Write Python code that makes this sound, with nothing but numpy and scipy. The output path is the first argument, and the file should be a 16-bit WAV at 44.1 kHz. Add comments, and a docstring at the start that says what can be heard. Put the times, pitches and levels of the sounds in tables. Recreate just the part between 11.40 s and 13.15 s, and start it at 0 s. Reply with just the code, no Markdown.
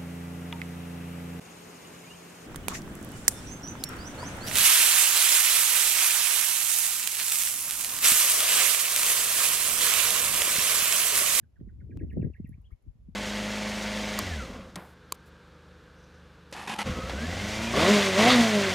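"""Low rumble and soft bumps of a turning hand-held microphone run throughout, over faint still air, at dusk on a
desert hillside. A nightjar some way off whistles short gliding tones that deepen from a downward slur into
a V, then three chirps that mainly rise; delayed copies and decaying noise give the echoes of rocks and scrub.
Enveloped noise bands make faint high ticks (insects or a bat) and scuffs; the knocks are short sagging sines
with rubbing noise, and one decaying pulse is a snap of the handled case."""
import sys
import numpy as np
from scipy import signal
from scipy.fft import rfft, irfft
from scipy.io import wavfile

SR = 44100
rng = np.random.default_rng(int(sys.argv[2]) if len(sys.argv) > 2 else 0)


def to_wav(sig):
    """Store sig (one row per channel, or 1-D mono) as 16-bit WAV at the path in sys.argv[1].

    Samples outside -1..1 are clipped; the rate is SR.
    """
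    pcm = np.clip(np.atleast_2d(sig), -1, 1) * 32767
    pcm = np.round(pcm).astype(np.int16)
    wavfile.write(sys.argv[1], SR, pcm.T)  # frames by channels


N = 77175  # samples

# relative spectrum of the upper rumble, also of the rubbing in the bumps: f/Hz, density/dB per Hz
UPPER_SPECTRUM = [(60, -18.5), (135, 4.5), (210, -1.5), (310, -6.5), (420, -12), (550, -23), (700, -34.5),
                  (1000, -58.5), (2000, -93)]
UPPER_SIDE_DB = -2  # opposed part relative to the shared part


def undb(db):
    """Level definition: an amplitude gain is 10 to the power dB/20."""
    return 10 ** (np.asarray(db) / 20)


def pan(db):
    """Intensity stereo: a level difference places the sound, positive towards the left."""
    return undb(np.array([[db], [-db]]) / 2)


def ease(u):
    """Raised-cosine transition: a smooth step from 0 to 1 as u goes from 0 to 1."""
    return np.sin(np.pi / 2 * np.clip(u, 0, 1)) ** 2


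def delay(x, seconds):
    """Propagation delay: the same waveform arrives later, interpolated between samples."""
    return np.interp(np.arange(N) - seconds * SR, np.arange(N), x, left=0)


def lowpass(x, hz):
    """Fourth-order Butterworth filtering: attenuation grows steeply above the cutoff."""
    return signal.sosfilt(signal.butter(4, hz, fs=SR, output="sos"), x)


def waver(hz):
    """Band-limited random modulation: low-passed noise of standard deviation 1."""
    y = lowpass(rng.standard_normal(N), hz)
    return y / y.std()


def noise(spectrum):
    """Spectral shaping: white noise weighted by (f/Hz, level/dB) points, scaled to rms 1."""
    hz, db = np.array(spectrum).T
    f = np.maximum(np.arange(N // 2 + 1) * SR / N, 1)
    gain = undb(np.interp(np.log(f), np.log(hz), db))
    y = irfft(rfft(rng.standard_normal(N)) * gain, N)
    return y / y.std()


def wide(spectrum, side_db):
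    """Partial interchannel correlation: a shared noise plus one of opposite sign in the two channels."""
    shared = noise(spectrum)
    opposed = noise(spectrum) * np.array([[1], [-1]])
    return shared + undb(side_db) * opposed


def still_air():
    """Stationary broadband noise: a faint diffuse background of constant level."""
    # relative spectrum: f/Hz, density/dB per Hz
    air_spectrum = [(100, 1), (400, 7), (800, -2), (1400, -8.5), (2500, -10.5), (4000, -15), (7500, -18),
                    (9000, -28), (10500, -17), (12000, -18.5), (13500, -31), (16000, -51)]
    return undb(-80) * wide(air_spectrum, side_db=-1)


def rumble(t):
    """Amplitude-modulated noise: air and handling excite a deep band and a fluttering upper band."""
    # level curves before the band trims: t/s, deep level/dB, upper level/dB
    level_curves = [(0.0, -54.5, -59), (0.146, -61.5, -78.5), (0.218, -48.5, -44.5), (0.34, -45.5, -61),
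                    (0.588, -42.5, -35.5), (0.74, -35.5, -44), (0.774, -51, -28.5), (0.876, -36.5, -34),
                    (0.964, -54.5, -78.5), (1.008, -41.5, -49), (1.282, -56, -87), (1.316, -62, -55),
                    (1.334, -48, -79), (1.394, -79, -84), (1.48, -41, -68), (1.516, -59.5, -83.5),
                    (1.68, -47.5, -66.5), (1.75, -50, -66)]
    # relative spectrum of the deep band: f/Hz, density/dB per Hz
    deep_spectrum = [(15, -24.5), (28, -11.5), (50, 12), (90, 6.5), (140, -4.5), (250, -15.5), (500, -68)]
    deep_trim_db, upper_trim_db = -1, -7
    flutter_db, flutter_hz = 4.5, 45.8  # standard deviation and highest rate

    s, deep_db, upper_db = np.array(level_curves).T
    flutter = flutter_db * waver(flutter_hz)
    deep_gain = undb(np.interp(t, s, deep_db) + deep_trim_db)
    upper_gain = undb(np.interp(t, s, upper_db) + upper_trim_db + flutter)
    deep = pan(1.5) * deep_gain * wide(deep_spectrum, side_db=-5.5)
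    return deep + upper_gain * wide(UPPER_SPECTRUM, UPPER_SIDE_DB)


def bumps(t):
    """Damped transient oscillation: each dull knock of the hand swells, sags in pitch and dies away."""
    # knocks: onset t/s, level before the low-pass/dB, initial f/Hz, swell time/s, left-right/dB
    knocks = [(.028, -49, 178, .003, -2), (.211, -36.5, 198, 0.0022, -1), (0.224, -44.5, 141, 0.0029, -4),
              (0.268, -42.5, 62.6, 0.0052, -4), (.272, -42.5, 277, 0.0023, 0.5),
              (0.434, -39.5, 123, 0.004, 7.5), (.493, -40, 393, .0025, -2.5), (.561, -31, 89, 0.0041, -1),
              (.609, -35, 403, .003, 2), (.628, -31, 133, 0.0035, -1), (.771, -26, 395.5, 0.00094, 8),
              (0.7787, -18.5, 190, 0.0011, 1.5), (0.793, -24, 199, 0.0041, 0.5),
              (.814, -26.5, 140, .004, -3.5), (.827, -27.5, 400, 0.0014, 4),
              (0.847, -26, 159, 0.0042, -0.5), (.866, -35, 399, 0.0011, 4), (0.872, -27, 98.7, 0.0038, 4),
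              (0.899, -41, 373, 0.0014, 2), (.998, -30, 259, 0.0021, 1), (1.042, -31, 216, 0.0021, -0.5),
              (1.092, -38, 233, 0.0018, -3), (1.113, -39.5, 150, 0.0028, 5.5),
              (1.144, -39.5, 104, 0.0035, 5.5), (1.178, -42.5, 171, 0.0027, -2),
              (1.317, -37, 70.2, .006, 5), (1.465, -42, 158.6, 0.0026, 6), (1.478, -46.5, 63.6, 0.006, 20),
              (1.553, -49, 142, 0.0042, 3.5), (1.684, -43.5, 238, .003, 7)]
    sag = 0.13  # pitch falls as 1 / (1 + sag * u)
    grit_db, grit_reach = -11.5, 1.68  # rubbing: level before filtering, cutoff as a multiple of initial pitch
    top_hz = 756

    out = np.zeros((2, N))
    grit = undb(grit_db) * wide(UPPER_SPECTRUM, UPPER_SIDE_DB)
    for start, db, hz, swell_s, side_db in knocks:
        u = np.maximum(t - start, 0) / swell_s
        cycles = hz * swell_s * np.log1p(sag * u) / sag  # integral of the sagging pitch
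        knock = np.sin(2 * np.pi * cycles) + lowpass(grit, grit_reach * hz)
        envelope = (u / 2) ** 2 * np.exp(2 - u)  # peaks at 1 after two swell times
        out += pan(side_db) * undb(db) * envelope * knock
    return lowpass(out, top_hz)


def scuffs(t):
    """Decaying band noise: each faint brushing sound is a puff centred on one frequency."""
    # puffs: onset t/s, level/dB, centre f/Hz, decay time constant/s
    puffs = [(.201, -73, 1680, 0.0059), (0.2, -80, 3380, 0.0032), (1.173, -81.5, 1140, 0.03),
             (1.21, -77.5, 930, 0.018), (1.305, -75.5, 1230, 0.018)]
    attack_s = 0.002
    out = np.zeros((2, N))
    for start, db, hz, decay_s in puffs:
        u = np.maximum(t - start, 0)
        envelope = ease(u / attack_s) * np.exp(-u / decay_s)
        band = [(hz / 2, -25), (hz, 0), (2 * hz, -30)]
        out += undb(db) * envelope * wide(band, side_db=5)
    return out


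def click(t):
    """Impulsive excitation: one snap of the handled case jumps at once and decays exponentially."""
    start, decay_s, level_db = 0.5733, 0.0008, -41
    pulse = (t >= start) * np.exp(-np.abs(t - start) / decay_s)
    return pan(6.8) * undb(level_db) * pulse


def ticks(t):
    """Double exponential decay: each thin high noise burst leaves a weaker, longer diffuse tail."""
    # bursts: onset t/s, level/dB, centre f/Hz, decay time constant/s
    bursts = [(0.599, -80, 10300, .004), (0.618, -72, 10900, 0.0018), (.709, -77.5, 10800, .004),
              (.725, -74, 14900, .003), (.7274, -71, 10800, .002), (.845, -69, 11150, 0.0021),
              (.9642, -85.5, 11260, 0.0094), (1.072, -73, 11600, 0.0079), (1.0914, -55, 10800, 0.0018),
              (1.216, -72, 11300, 0.0026), (1.3174, -70, 10800, 0.0022), (1.423, -78.5, 10500, 0.0033)]
    # relative spectrum of every burst: multiple of the centre f, density/dB per Hz
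    burst_spectrum = [(.3, -35.5), (0.551, -19), (.82, -19), (.94, -2.5), (1.07, 0), (1.19, -17.5),
                      (1.45, -32.5)]
    attack_s, tail_decay_s, tail_db = 0.0013, 0.024, -24  # tail level is relative to the burst

    out = np.zeros((2, N))
    for start, db, hz, decay_s in bursts:
        u = np.maximum(t - start, 0)
        colour = [(multiple * hz, level) for multiple, level in burst_spectrum]
        tail = undb(tail_db) * np.exp(-u / tail_decay_s) * wide(colour, side_db=0.5)
        burst = np.exp(-u / decay_s) * wide(colour, side_db=-2)
        out += undb(db) * ease(u / attack_s) * (burst + tail)
    return out


def nightjar(t):
    """Frequency modulation: a nearly pure whistle glides to a turning pitch and on to its end pitch."""
    # notes: onset t/s, slide to the turn/s, slide after it/s, start f/Hz, turning f/Hz, end f/Hz,
    # mid-note level/dB, left-right/dB
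    notes = [(0.027, 0.016, .006, 1760, 1500, 1600, -72, -4),
             (0.157, 0.017, 0.0027, 1845, 1490, 1490, -69.5, -3),
             (.284, .015, 0.0056, 2135, 1468, 1590, -69, -1),
             (0.4, 0.016, 0.0072, 2300, 1490, 1570, -68, -1.5),
             (0.505, 0.017, 0.01, 2580, 1600, 1730, -66.5, -2.5),
             (0.589, 0.02, .014, 2743, 1630, 2050, -63, -1),
             (0.697, 0.023, .017, 2840, 1690, 2050, -62, -2),
             (0.811, 0.026, 0.014, 2783, 1620, 2110, -62.5, -0.5),
             (0.933, .021, 0.021, 2797, 1656, 2160, -64, -2),
             (1.043, 0.024, 0.0043, 2850, 1882, 2030, -66.5, 1.5),
             (1.12, .018, 0.0062, 1652, 2285, 2460, -67.5, -2.5),
             (1.240, .019, 0.018, 2676, 3376, 3000, -73.5, 6),
             (1.31, .012, 0.011, 1700, 2216, 2280, -71.5, 0)]
    attack_s, release_s, right_lag_s = 0.0041, 0.0022, 0.00006
    crescendo_db, overtone_db = 1.5, -33.5  # growth over each note; second harmonic re the first
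    pitch_spread, waver_hz = 0.015, 252  # standard deviation as a share of pitch, highest rate

    out = np.zeros((2, N))
    unsteady = 1 + pitch_spread * waver(waver_hz)
    for start, fall_s, tail_s, start_hz, turn_hz, end_hz, db, side_db in notes:
        u = t - start
        length_s = fall_s + tail_s
        first_slide = (turn_hz - start_hz) * ease(u / fall_s)
        second_slide = (end_hz - turn_hz) * ease((u - fall_s) / tail_s)
        hz = start_hz + first_slide + second_slide
        swell = ease(u / attack_s) * ease((length_s - u) / release_s)
        swell = swell * undb(crescendo_db * (ease(u / length_s) - .5))
        phase = 2 * np.pi * np.cumsum(hz * unsteady * (u > 0)) / SR
        whistle = np.sin(phase) + undb(overtone_db) * np.sin(2 * phase)
        out += pan(side_db) * undb(db) * swell * whistle
    return np.array([out[0], delay(out[1], right_lag_s)])


def hillside(x, t):
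    """Reflection and scattering: ground and near rocks echo; scrub and the far slope reverberate."""
    # reflections: delay/s, level re direct sound/dB
    echoes = [(.0042, -5), (.0059, -14), (.0098, -20), (.0155, -22), (.027, -23)]
    # scattering strength against pitch: f/Hz, level/dB
    scatter_spectrum = [(1000, -15.5), (1450, -8.5), (1900, 2), (2600, 0), (3400, -0.5), (6000, -8.5)]
    # scrub, then far slope: level before colouring/dB, time to decay by 60 dB/s
    reverberation = ((-5, 0.12), (-12, 0.47))

    out = x + sum(undb(db) * np.array([delay(c, s) for c in x]) for s, db in echoes)
    hz, colour_db = np.array(scatter_spectrum).T
    f = np.arange(N + 1) * SR / (2 * N)
    colour = undb(np.interp(np.log1p(f), np.log(hz), colour_db))
    for db, t60 in reverberation:
        decay = np.exp(-np.log(1000) * t / t60)
        response = rng.standard_normal((2, N)) * decay * ease(t / .004)
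        response /= np.sqrt(np.sum(response ** 2, axis=1, keepdims=True))  # unit energy
        # convolution, zero-padded so that it does not wrap round
        scattered = irfft(rfft(x, 2 * N) * rfft(response, 2 * N) * colour)[:, :N]
        out = out + undb(db) * scattered
    return out


def scene():
    """Linear superposition: the outdoor sounds and the handling noise add."""
    t = np.arange(N) / SR
    handling = rumble(t) + bumps(t) + scuffs(t) + click(t)
    outdoors = still_air() + ticks(t) + hillside(nightjar(t), t)
    return outdoors + handling


def record(dry):
    """Band limitation: the recorder's elliptic low-pass removes the top of the spectrum."""
    top_hz, ripple_db, stop_db = 15900, .2, 70
    return signal.sosfilt(signal.ellip(8, ripple_db, stop_db, top_hz, fs=SR, output="sos"), dry)


dry = scene()
out = record(dry)
to_wav(out)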